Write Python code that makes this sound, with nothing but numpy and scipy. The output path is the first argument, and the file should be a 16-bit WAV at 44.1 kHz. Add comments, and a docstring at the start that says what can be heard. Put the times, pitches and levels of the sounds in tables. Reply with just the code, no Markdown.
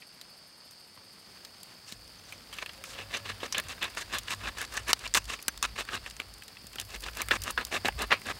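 """A far insect chorus hisses in a narrow high band over a bed of embers at night; a katydid chirps at first.
Then a knife saws crisp roast meat on a bamboo spit: strokes rasp, the crust snaps, the spit shudders.
Strokes, snaps and low thuds are bursts of noise and clicks driving the resonances of a tube; the blade rings
after plucks. Insects are pulses or noise in high resonances; forest air is coloured noise; skin and fat
are bright clicks."""
import sys
import numpy as np
from scipy import signal
from scipy.fft import rfft, irfft
from scipy.io import wavfile

SR = 44100
rng = np.random.default_rng(int(sys.argv[2]) if len(sys.argv) > 2 else 0)


def file_out(sig):
    """Save sig as 16-bit WAV at sys.argv[1]."""
    # one column per channel
    cols = np.atleast_2d(sig).T
    # limit, then scale
    lim = np.clip(cols, -1, 1)
    pcm = np.round(lim * 32767).astype(np.int16)
    wavfile.write(sys.argv[1], SR, pcm)


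def volts_from_db(level):
    """Convert decibel levels to linear amplitude ratios."""
    exponent = np.asarray(level, float) / 20
    return 10 ** exponent


N = 369999

# Knife strokes. Each row: start in seconds, length in seconds, share of the length before the peak (0-1),
# rasp level in dB before the swell, sizzle in dB relative to the rasp.
STROKES = [(1.861, 0.082, 0.2, -55.5, 8), (2.261, 0.092, 0.4, -58, 4.5), (2.527, 0.11, 0.72, -44.5, -5),
           (2.837, 0.098, 0.17, -52, 6), (2.934, 0.1, 0.64, -42, -9), (3.105, 0.094, 0.63, -40.5, -4.5),
           (3.249, 0.069, 0.24, -35.5, -8.5), (3.4, 0.065, .78, -36, -4), (3.54, 0.062, 0.76, -33, -15),
           (3.667, 0.067, 0.53, -37.5, -3.5), (3.811, 0.072, 0.38, -33, -10),
           (3.965, 0.061, 0.22, -37.5, 0.2), (4.097, .092, 0.67, -34.5, -7),
           (4.276, 0.061, 0.49, -35.5, -0.2), (4.405, 0.085, 0.94, -32.5, -8),
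           (4.576, 0.067, 0.78, -34.5, -2), (4.712, 0.086, 0.73, -36.5, -2),
           (4.87, 0.052, 0.77, -30.5, -1.5), (5, 0.081, 0.64, -40, -3.5), (5.147, 0.039, 0.12, -30, 1),
           (5.276, 0.08, 0.72, -34.5, -2), (5.626, .034, 0, -29, -3), (5.759, 0.066, 0.33, -36, -4),
           (5.876, 0.095, 0.64, -36.5, -5.5), (6.04, 0.058, 0.62, -44, -1), (6.194, 0.024, 0.4, -40, -6.5),
           (6.737, 0.091, 1, -45, -6), (6.888, 0.084, 0.75, -43, -1.5), (7.025, 0.07, 0.6, -35, -4.5),
           (7.166, 0.072, .56, -35.5, -5.5), (7.306, 0.063, 0.17, -33, -4.5), (7.441, 0.067, 0.54, -35, -4),
           (7.571, 0.058, 0.15, -33, -11), (7.714, 0.065, 0.79, -30, -4.5), (7.847, 0.03, 0.28, -27.5, -8),
           (7.98, 0.067, 0.9, -33.5, -9.3), (8.105, 0.036, 0.21, -23.5, -21),
           (8.249, 0.069, 0.79, -32, -7.5)]
# Clearest crust snaps, ember cracks and low thuds. Each row: start in seconds, level in dB, pitch in Hz,
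# sizzle in dB relative to the level, nominal 60 dB decay in seconds.
SNAPS = [(0.022, -27.5, 2070, -18, 0.057), (.2135, -27.5, 4020, 8, .035), (0.975, -33, 1050, -20, 0.049),
         (1.3724, -34, 1100, -12, .04), (1.4496, -23.5, 4300, 2, .032), (1.9237, -20.5, 3830, 3, 0.019),
         (2.3237, -21.5, 2430, 1, 0.059), (2.528, -23, 3070, 0, 0.11), (2.5858, -13, 2620, -8, 0.035),
         (2.626, -25.5, 450, -15, 0.032), (2.661, -16, 2620, -2.5, 0.037),
         (2.6929, -17.5, 2760, -16, 0.044), (2.8394, -15.5, 2490, 1.5, .03),
         (2.995, -25.5, 450, -15, 0.035), (3.4038, -24, 3060, -16, 0.078), (3.431, -15.5, 490, -15, .079),
         (3.5245, -12, 5300, -16, 0.04), (3.547, -8.5, 2650, -13, 0.06), (3.582, -19, 1720, 16.5, 0.022),
         (3.779, -24, 1680, -15, .032), (3.8287, -10, 1750, -2.1, .035), (3.972, -12, 1700, -22, 0.066),
         (4.1847, -17.5, 3620, 11, 0.054), (4.2824, -13.5, 2880, -15, .031),
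         (4.3067, -15, 1590, 3.5, 0.022), (4.5852, -19.5, 1590, 6, .031), (4.615, -21.5, 2760, 13.5, .026),
         (4.739, -25, 1240, 8, 0.069), (4.7696, -19, 6100, -8, 0.026), (4.9312, 3.3, 4500, -0.5, .019),
         (5.0763, -22, 4800, -2.1, 0.031), (5.1398, -6.5, 6340, -15, 0.0081), (5.147, -2.5, 3700, 1, 0.024),
         (5.173, -1.5, 1570, 1, 0.018), (5.3897, -23.5, 2200, -15, .035), (5.4819, -3.5, 1720, 8.5, 0.032),
         (5.5765, -28, 4070, 12, .023), (5.6274, -11.5, 6240, 4.5, .012), (5.8879, -12.5, 1700, -21, 0.047),
         (6.062, -16.5, 2420, -7, 0.032), (6.2003, -9, 2360, -6.5, 0.022), (6.569, -24, 2390, -17, 0.029),
         (6.7576, -15, 1500, 1, 0.021), (6.7846, -15.5, 3020, -17, 0.038), (6.799, -18, 3460, 12, 0.039),
         (6.959, -19.5, 2510, -14, 0.043), (7.038, -19, 3800, -2.1, .038), (7.0852, -14, 1310, -10, 0.026),
         (7.2179, -9, 2500, 8, 0.036), (7.2855, -12, 1890, 4.5, 0.032), (7.3098, 2.5, 1640, -13, 0.065),
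         (7.419, -32.5, 3120, 21.5, 0.057), (7.4368, -27.5, 3080, 19.5, 0.056),
         (7.5765, -3, 1320, -19, 0.052), (7.6508, -31.5, 4740, 25.5, 0.021), (7.8481, -5, 690, -24, 0.01),
         (7.8843, -1, 820, -12, 0.028), (8.02, -14.5, 890, 6.5, 0.079), (8.1084, -5, 1830, -25, 0.013),
         (8.126, -3, 2340, -12, 0.096)]
# Ringing of spit, meat and blade. Each row: frequency in Hz, width in Hz, level in dB.
CONTACT_MODES = [(1080, 260, -6), (1300, 220, -5), (1690, 200, -2), (2240, 260, -4), (2660, 280, -3),
                 (3050, 260, -6), (3500, 350, -8), (4100, 500, -7)]
# Changing colour of the cut. Each row: time in seconds, upper modes over lower in dB,
# thud relative to the rasp in dB.
CUT_COLOUR = [(2.5, 1.5, -16), (3.3, 2.5, -13), (3.9, -3.5, -15.5), (4.8, -7.5, -14), (5.3, -3.5, -16),
              (5.8, -3.5, -13.5), (6.8, -1.5, -10.5), (7.4, -8, -9.5), (8.39, -7.5, -9.5)]
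# Clearest ticks of splitting skin and spitting fat. Each row: start in seconds, level in dB.
TICKS = [(.7107, -32), (1.632, -25), (2.078, -33.5), (2.539, -26.5), (3.1701, -16), (3.5994, -18),
         (3.6852, -21.5), (3.8418, -22), (3.9007, -29), (4.1423, -25), (4.2334, -28), (4.347, -24.5),
         (4.65, -18.5), (4.8826, -18), (4.9925, -24.5), (5.2547, -24.5), (5.2805, -31), (5.417, -29),
         (5.426, -22.5), (5.956, -19.5), (6.1094, -22.5), (6.1663, -24.5), (6.3388, -27.5), (6.813, -18),
         (6.9053, -27.5), (7.0065, -26.5), (7.0219, -27), (7.133, -28), (7.152, -24), (7.1708, -19.5),
         (7.1857, -25), (7.3542, -21), (7.5074, -16), (7.669, -26), (7.881, -19), (7.9915, -20),
         (8.267, -22)]
# Sideways plucks of the blade. Each row: start in seconds, level in dB.
BLADE_PLUCKS = [(2.1849, -45), (2.2513, -47), (2.3336, -46), (2.5301, -41), (2.575, -43), (2.598, -40),
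                (3.14, -42), (3.1542, -36), (3.1694, -38), (3.265, -43), (3.43, -43), (3.4535, -36),
                (3.5249, -26), (3.5798, -33), (4.7681, -29), (4.8808, -32), (5.1482, -22), (5.2294, -48),
                (5.4814, -26), (5.6266, -24)]
# Modes of the steel. Each row: frequency in Hz, width in Hz, level in dB.
BLADE_MODES = [(6050, 130, 0), (6260, 160, -3)]
# A hand bumps the spit. Each row: start in seconds, peak in dB.
KNOCKS = [(1.924, -44.5), (6.644, -45.5)]
# Spit swaying on its supports. Each row: time in seconds, first bending mode in dB, second in dB.
SWAY_LEVELS = [(0.0, -83, -84), (1.89, -80, -63.5), (1.98, -49, -60), (2.19, -71, -67.5),
               (3.29, -57.5, -56.5), (5.16, -50.5, -55.5), (5.21, -43.5, -47), (5.44, -66, -69),
               (5.49, -51, -69), (5.73, -49, -56), (5.86, -53, -68), (5.96, -54, -49), (6.03, -40, -59),
               (6.52, -70, -62), (7.08, -50.5, -55.5), (7.85, -49.5, -57), (7.97, -44.5, -43),
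               (8.01, -54, -65), (8.37, -51.5, -54), (8.39, -50, -64)]
# Bending modes of the spit. Each row: frequency in Hz, width in Hz.
SWAY_MODES = [(52, 9.9), (95, 24.5)]
# Katydid chirps. Each entry: start in seconds.
KATYDID_CHIRPS = [.0044, .0697, .1396, .2124, .2932, .3726, .4733, .5744, .6489, .7174, .7966, .8709, .9448,
                  1.04, 1.1248, 1.1897]
# Katydid wing resonances. Each row: frequency in Hz, width in Hz, level in dB.
KATYDID_WING = [(8650, 670, 1), (11300, 1200, -1), (12500, 820, 0)]
# One far cricket. Each row: time in seconds, level in dB.
CRICKET_LEVELS = [(0, -74), (1.2, -79), (1.3, -71), (2.6, -82), (3, -95)]
# A faint wavering hum. Each row: time in seconds, central pitch in Hz, central level in dB.
HUM_TRACK = [(2.68, 530, -83), (2.78, 531, -57), (3.0, 547, -59.5), (3.25, 574, -56), (3.4, 583, -85)]
# The night. Each row: time in seconds, chorus in dB, air and embers in dB, frying fat in dB.
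NIGHT_LEVELS = [(0, -55.5, -58, -95), (1.25, -55.5, -58, -85), (1.27, -55.5, -55.5, -70),
                (2.01, -56, -56.5, -67.5), (3.4, -56, -52.5, -65), (5, -55, -54, -68.5),
                (6.4, -55.5, -56.5, -66.5), (7.1, -54, -56.5, -57), (8.39, -52, -51, -61)]
# Chorus wing resonances, passed twice. Each row: frequency in Hz, width in Hz, level per pass in dB.
CHORUS_MODES = [(4180, 620, -4.5), (4622, 520, 3.5), (4855, 310, 4.5), (5116, 320, -0.5),
                (8840, 1330, -8.5)]
# Colour of the air noise. Each row: frequency in Hz, density in dB per Hz.
AIR_COLOUR = [(24, -28), (40, -12), (194, 0), (363, -6.5), (3740, -10), (4800, -13), (5870, -16.5),
              (8770, -20.5), (12500, -22), (16000, -25)]


def rms_one(x):
    """Scale to unit power."""
    return x / np.sqrt(np.mean(x ** 2) + 1e-20)


def in_time(rows):
    """Columns of a curve table, one value per sample."""
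    s, *columns = np.transpose(rows)
    return [np.interp(np.arange(N) / SR, s, column) for column in columns]


def band(x, low_hz, high_hz):
    """Butterworth band-pass."""
    return signal.sosfilt(signal.butter(2, [low_hz, high_hz], "band", fs=SR, output="sos"), x)


def resonate(x, hz, width_hz):
    """One resonance with gain 1 on top."""
    r = np.exp(-np.pi * width_hz / SR)
    feed = np.array([1, 0, -1]) * (1 - r * r) / 2
    return signal.lfilter(feed, [1, -2 * r * np.cos(2 * np.pi * hz / SR), r * r], x)


def resonances(x, modes):
    """Resonances side by side, signs alternating."""
    return sum((-1) ** k * volts_from_db(db) * resonate(x, hz, width_hz) for k, (hz, width_hz, db) in enumerate(modes))


def drift(per_s):
    """Slow random curve: straight lines between normal draws of spread 1."""
    knots = rng.standard_normal(800)
    return np.interp(np.arange(N) / SR * per_s, np.arange(800), knots)


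def grains(per_s, spread_db):
    """Random clicks of either sign, at unit power; their sizes vary with spread_db."""
    sizes = volts_from_db(spread_db * np.minimum(rng.exponential(1, N), 4)) * rng.choice([-1, 1], N)
    return rms_one(sizes * (rng.random(N) < per_s / SR))


def scattered(per_s, db):
    """Random moments while the knife works: rows of (s, dB, two draws 0-1)."""
    from_s, half_range_db = 2.5, 7
    working_s = N / SR - from_s
    draws = rng.random((60, 4))[:round(per_s * working_s)]
    s = from_s + draws[:, 0] * working_s
    return np.column_stack([s, db + half_range_db * (2 * draws[:, 1] - 1), draws[:, 2:]])


def knife():
    """Each stroke is a swell of dense fibre breaks, cut off where the blade turns round."""
    late_peak_thud_db = 4.5  # extra thud of a slow, late-peaking push, per unit share
    push = np.zeros((3, N))
    base_thud_db = in_time(CUT_COLOUR)[1]
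    for start_s, length_s, share, db, sizzle_db in STROKES:
        first, size = round(start_s * SR), round(length_s * SR)
        offsets = np.arange(-size, 2 * size)
        share = np.clip(share, 0.02, 0.95)
        thud_db = base_thud_db[first] + late_peak_thud_db * share
        # an early peak bites at once, a late one creeps in
        swell_db = np.interp(offsets / size, [-1, -0.3 * share, 0, share, 1, 1.2, 2],
                             [-37, -44, -9.5, 5, -3, -27, -18.5])
        where = np.clip(first + offsets, 0, N - 1)
        push[:, where] += volts_from_db(db + swell_db + np.array([[thud_db], [0], [sizzle_db]]))
    breaks = grains(4000, spread_db=4)
    # tearing lasts longer than a snap, so its treble is duller
    tears = rms_one(band(breaks + grains(3000, spread_db=-1.5), 1700, 8550))
    # a few fibres part sharply
    sharp = rms_one(band(grains(1200, spread_db=4.5), 7300, 19600))
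    tears = tears + volts_from_db(-8) * sharp
    grip = volts_from_db(3.5 * drift(80) + 2.5 * drift(30))  # the blade catches and slips
    thud, rasp, sizzle = push * grip * [breaks, breaks, tears]
    return spit(thud, rasp, sizzle)


def spit(thud, rasp, sizzle):
    """Three parts of a contact: the dull push into the meat, the ringing tube, the bright tearing crust."""
    push = volts_from_db(13.5) * band(thud, 257, 913) + volts_from_db(7.5) * band(thud, 201, 308)
    tube = volts_from_db(-14) * rasp
    for k, (hz, width_hz, db) in enumerate(CONTACT_MODES):
        # the moving contact favours one mode, then another; every break strikes each mode differently
        favour = volts_from_db(3 * drift(35)) * (1 + rng.standard_normal(N))
        tube = tube + (-1) ** k * resonate(rasp * favour * volts_from_db(db), hz, width_hz)
    # the rasp turns brighter or duller as the blade meets crust or soft meat
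    crisp = volts_from_db(in_time(CUT_COLOUR)[0] / 2)
    tube = band(tube, 568, 1856) / crisp - band(tube, 2084, 6200) * crisp
    crust = volts_from_db(-4.5) * band(sizzle, 3760, 10350) + volts_from_db(-12.5) * band(sizzle, 9000, 14400)
    return push + volts_from_db(5) * tube + crust


def snaps():
    """Snap, crack or thud: a sharp click, then a dying flurry of breaks with its own pitch; treble dies first."""
    low_hz, high_hz, small_t60_s = 1300, 4800, 0.031
    thud_at_1khz_db, thud_loss_db_per_octave = -10.5, 6.5  # a low pitch thuds more
    small = [(s, db, low_hz * (high_hz / low_hz) ** pitch, -15 + 22 * bright, small_t60_s)
             for s, db, pitch, bright in scattered(per_s=3, db=-29)]
    size = 6000
    push, own = np.zeros((3, N + size)), np.zeros(N + size)
    noises = rng.standard_normal((len(SNAPS) + 60, size))
    for (s, db, hz, sizzle_db, t60_s), noise in zip(SNAPS + small, noises):
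        # decay of thud, rasp and sizzle
        decays_s = np.clip(t60_s, 0.008, 0.13) * np.array([[1.1], [1], [0.55]])
        burst = 0.23 * noise * volts_from_db(-60 * np.arange(size) / SR / decays_s)
        burst[:, 0] = 1.54
        thud_db = thud_at_1khz_db - thud_loss_db_per_octave * np.log2(hz / 1000)
        first = round(s * SR)
        where = slice(first, first + size)
        push[:, where] += volts_from_db(db + np.array([[thud_db], [-6], [sizzle_db]])) * burst
        ring = resonate(resonate(burst[1], hz, 0.23 * hz), hz, 2.3 * hz)
        own[where] += volts_from_db(db + 10) * ring
    thud, rasp, sizzle = push[:, :N]
    return spit(thud, rasp, sizzle) + own[:N]


def ticks():
    """One click with a few milliseconds of fizz, in a wide high band of chance pitch."""
    low_hz, high_hz, t60_s, size = 6360, 12900, 0.022, 800
    rows = TICKS + [(s, db) for s, db, *unused in scattered(per_s=5, db=-33.5)]
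    out = np.zeros(N + size)
    noises, pitches = rng.standard_normal((len(TICKS) + 60, size)), rng.random(len(TICKS) + 60)
    for (s, db), noise, pitch in zip(rows, noises, pitches):
        hz = low_hz + pitch * (high_hz - low_hz)
        burst = 0.2 * noise * volts_from_db(-60 * np.arange(size) / SR / t60_s)
        burst[0] = 1.06
        first = round(s * SR)
        out[first:first + size] += volts_from_db(db + 3) * band(burst, 0.23 * hz, min(1.1 * hz, 0.4 * SR))
    return out[:N]


def blade():
    """Short rough plucks into two close modes of the steel."""
    rub_decay_s = 0.006
    plucks = np.zeros(N)
    plucks[[round(s * SR) for s, db in BLADE_PLUCKS]] = volts_from_db(np.array(BLADE_PLUCKS)[:, 1] + 13)
    swell = signal.lfilter([1], [1, -np.exp(-1 / (rub_decay_s * SR))], plucks)
    return resonances(swell * rng.standard_normal(N), BLADE_MODES)


def knocks():
    """A soft blow into a low, quickly damped mode."""
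    hz, width_hz = 200, 60
    blows = np.zeros(N)
    blows[[round(s * SR) for s, db in KNOCKS]] = volts_from_db(np.array(KNOCKS)[:, 1])
    return resonate(blows, hz, width_hz) * SR / (width_hz * np.pi)  # rings at the height of the blow


def sway():
    """Two low bending modes, kept going by uneven pushes."""
    uneven_db, pushes_per_s = 3.5, 6
    out = np.zeros(N)
    for db, (hz, width_hz) in zip(in_time(SWAY_LEVELS), SWAY_MODES):
        ring = resonate(resonate(rng.standard_normal(N), hz, 2 * width_hz), hz, width_hz)
        out += volts_from_db(db + uneven_db * drift(pushes_per_s)) * rms_one(ring)
    return out


def katydid():
    """Short scrapes of the wing file: pulses in the wing resonances, under Gaussian swells."""
    level_db, delay_s, half_s = -62, 0.008, 0.013
    time_s = np.arange(N) / SR
    swell = sum(np.exp(-((time_s - s - delay_s) / half_s) ** 2) for s in KATYDID_CHIRPS)
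    return volts_from_db(level_db) * swell * rms_one(resonances(grains(6000, spread_db=0), KATYDID_WING))


def cricket():
    """A thin, unsteady line above the chorus: noise through a narrow resonance twice."""
    hz, width_hz = 6340, 120
    line = resonate(resonate(rng.standard_normal(N), hz, width_hz), hz, width_hz)
    return volts_from_db(in_time(CRICKET_LEVELS)[0]) * rms_one(line)


def hum():
    """A rough narrow tone with a weaker third harmonic."""
    hz, db = in_time(HUM_TRACK)
    phase = 2 * np.pi * np.cumsum(hz + 9 * drift(40)) / SR
    return volts_from_db(db + 2.5 * drift(30)) * (np.sin(phase) + 0.5 * np.sin(3 * phase))


def chorus(db):
    """Many far wings overlap: a rain of pulses into close resonances, steep-sided."""
    wings = resonances(resonances(grains(4000, spread_db=2.5), CHORUS_MODES), CHORUS_MODES)
    return volts_from_db(db + 0.7 * drift(11)) * rms_one(wings)


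def air(db):
    """Broad background of the forest, with the faint crackle of embers."""
    hz = np.maximum(np.fft.rfftfreq(N, 1 / SR), 1)
    colour_hz, colour_db = np.transpose(AIR_COLOUR)
    colour = volts_from_db(np.interp(np.log(hz), np.log(colour_hz), colour_db))
    hush = rms_one(irfft(rfft(rng.standard_normal(N)) * colour, N))
    crackle = sum(rms_one(resonate(grains(60, spread_db=1.5), mode_hz, 0.73 * mode_hz))
                  for mode_hz in (515, 1050, 1800, 3350))
    return volts_from_db(db + drift(11)) * (hush + volts_from_db(-11) * crackle)


def fat(db):
    """Tiny bright bursts of frying fat, very uneven in size."""
    fizz = band(grains(3000, spread_db=7.5), 6900, 18600)
    return volts_from_db(db + 0.57 * drift(27)) * rms_one(fizz)


def scene():
    """All sources at one microphone, outdoors and close: no room."""
    chorus_db, air_db, fat_db = in_time(NIGHT_LEVELS)
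    cutting = knife() + snaps() + ticks() + blade() + knocks() + sway()
    night = katydid() + cricket() + hum() + chorus(chorus_db) + air(air_db) + fat(fat_db)
    return (cutting + night)[None]


def roll_off(x):
    """The treble ends steeply here."""
    return signal.sosfilt(signal.butter(12, 16990, fs=SR, output="sos"), x)


def record(dry):
    """Cuts the top steeply at 15.8 kHz and returns the finished mix."""
    steep = signal.ellip(10, 1, 32, 15800, fs=SR, output="sos")
    mix = signal.sosfilt(steep, dry)
    return roll_off(mix)


dry = scene()
out = record(dry)
file_out(out)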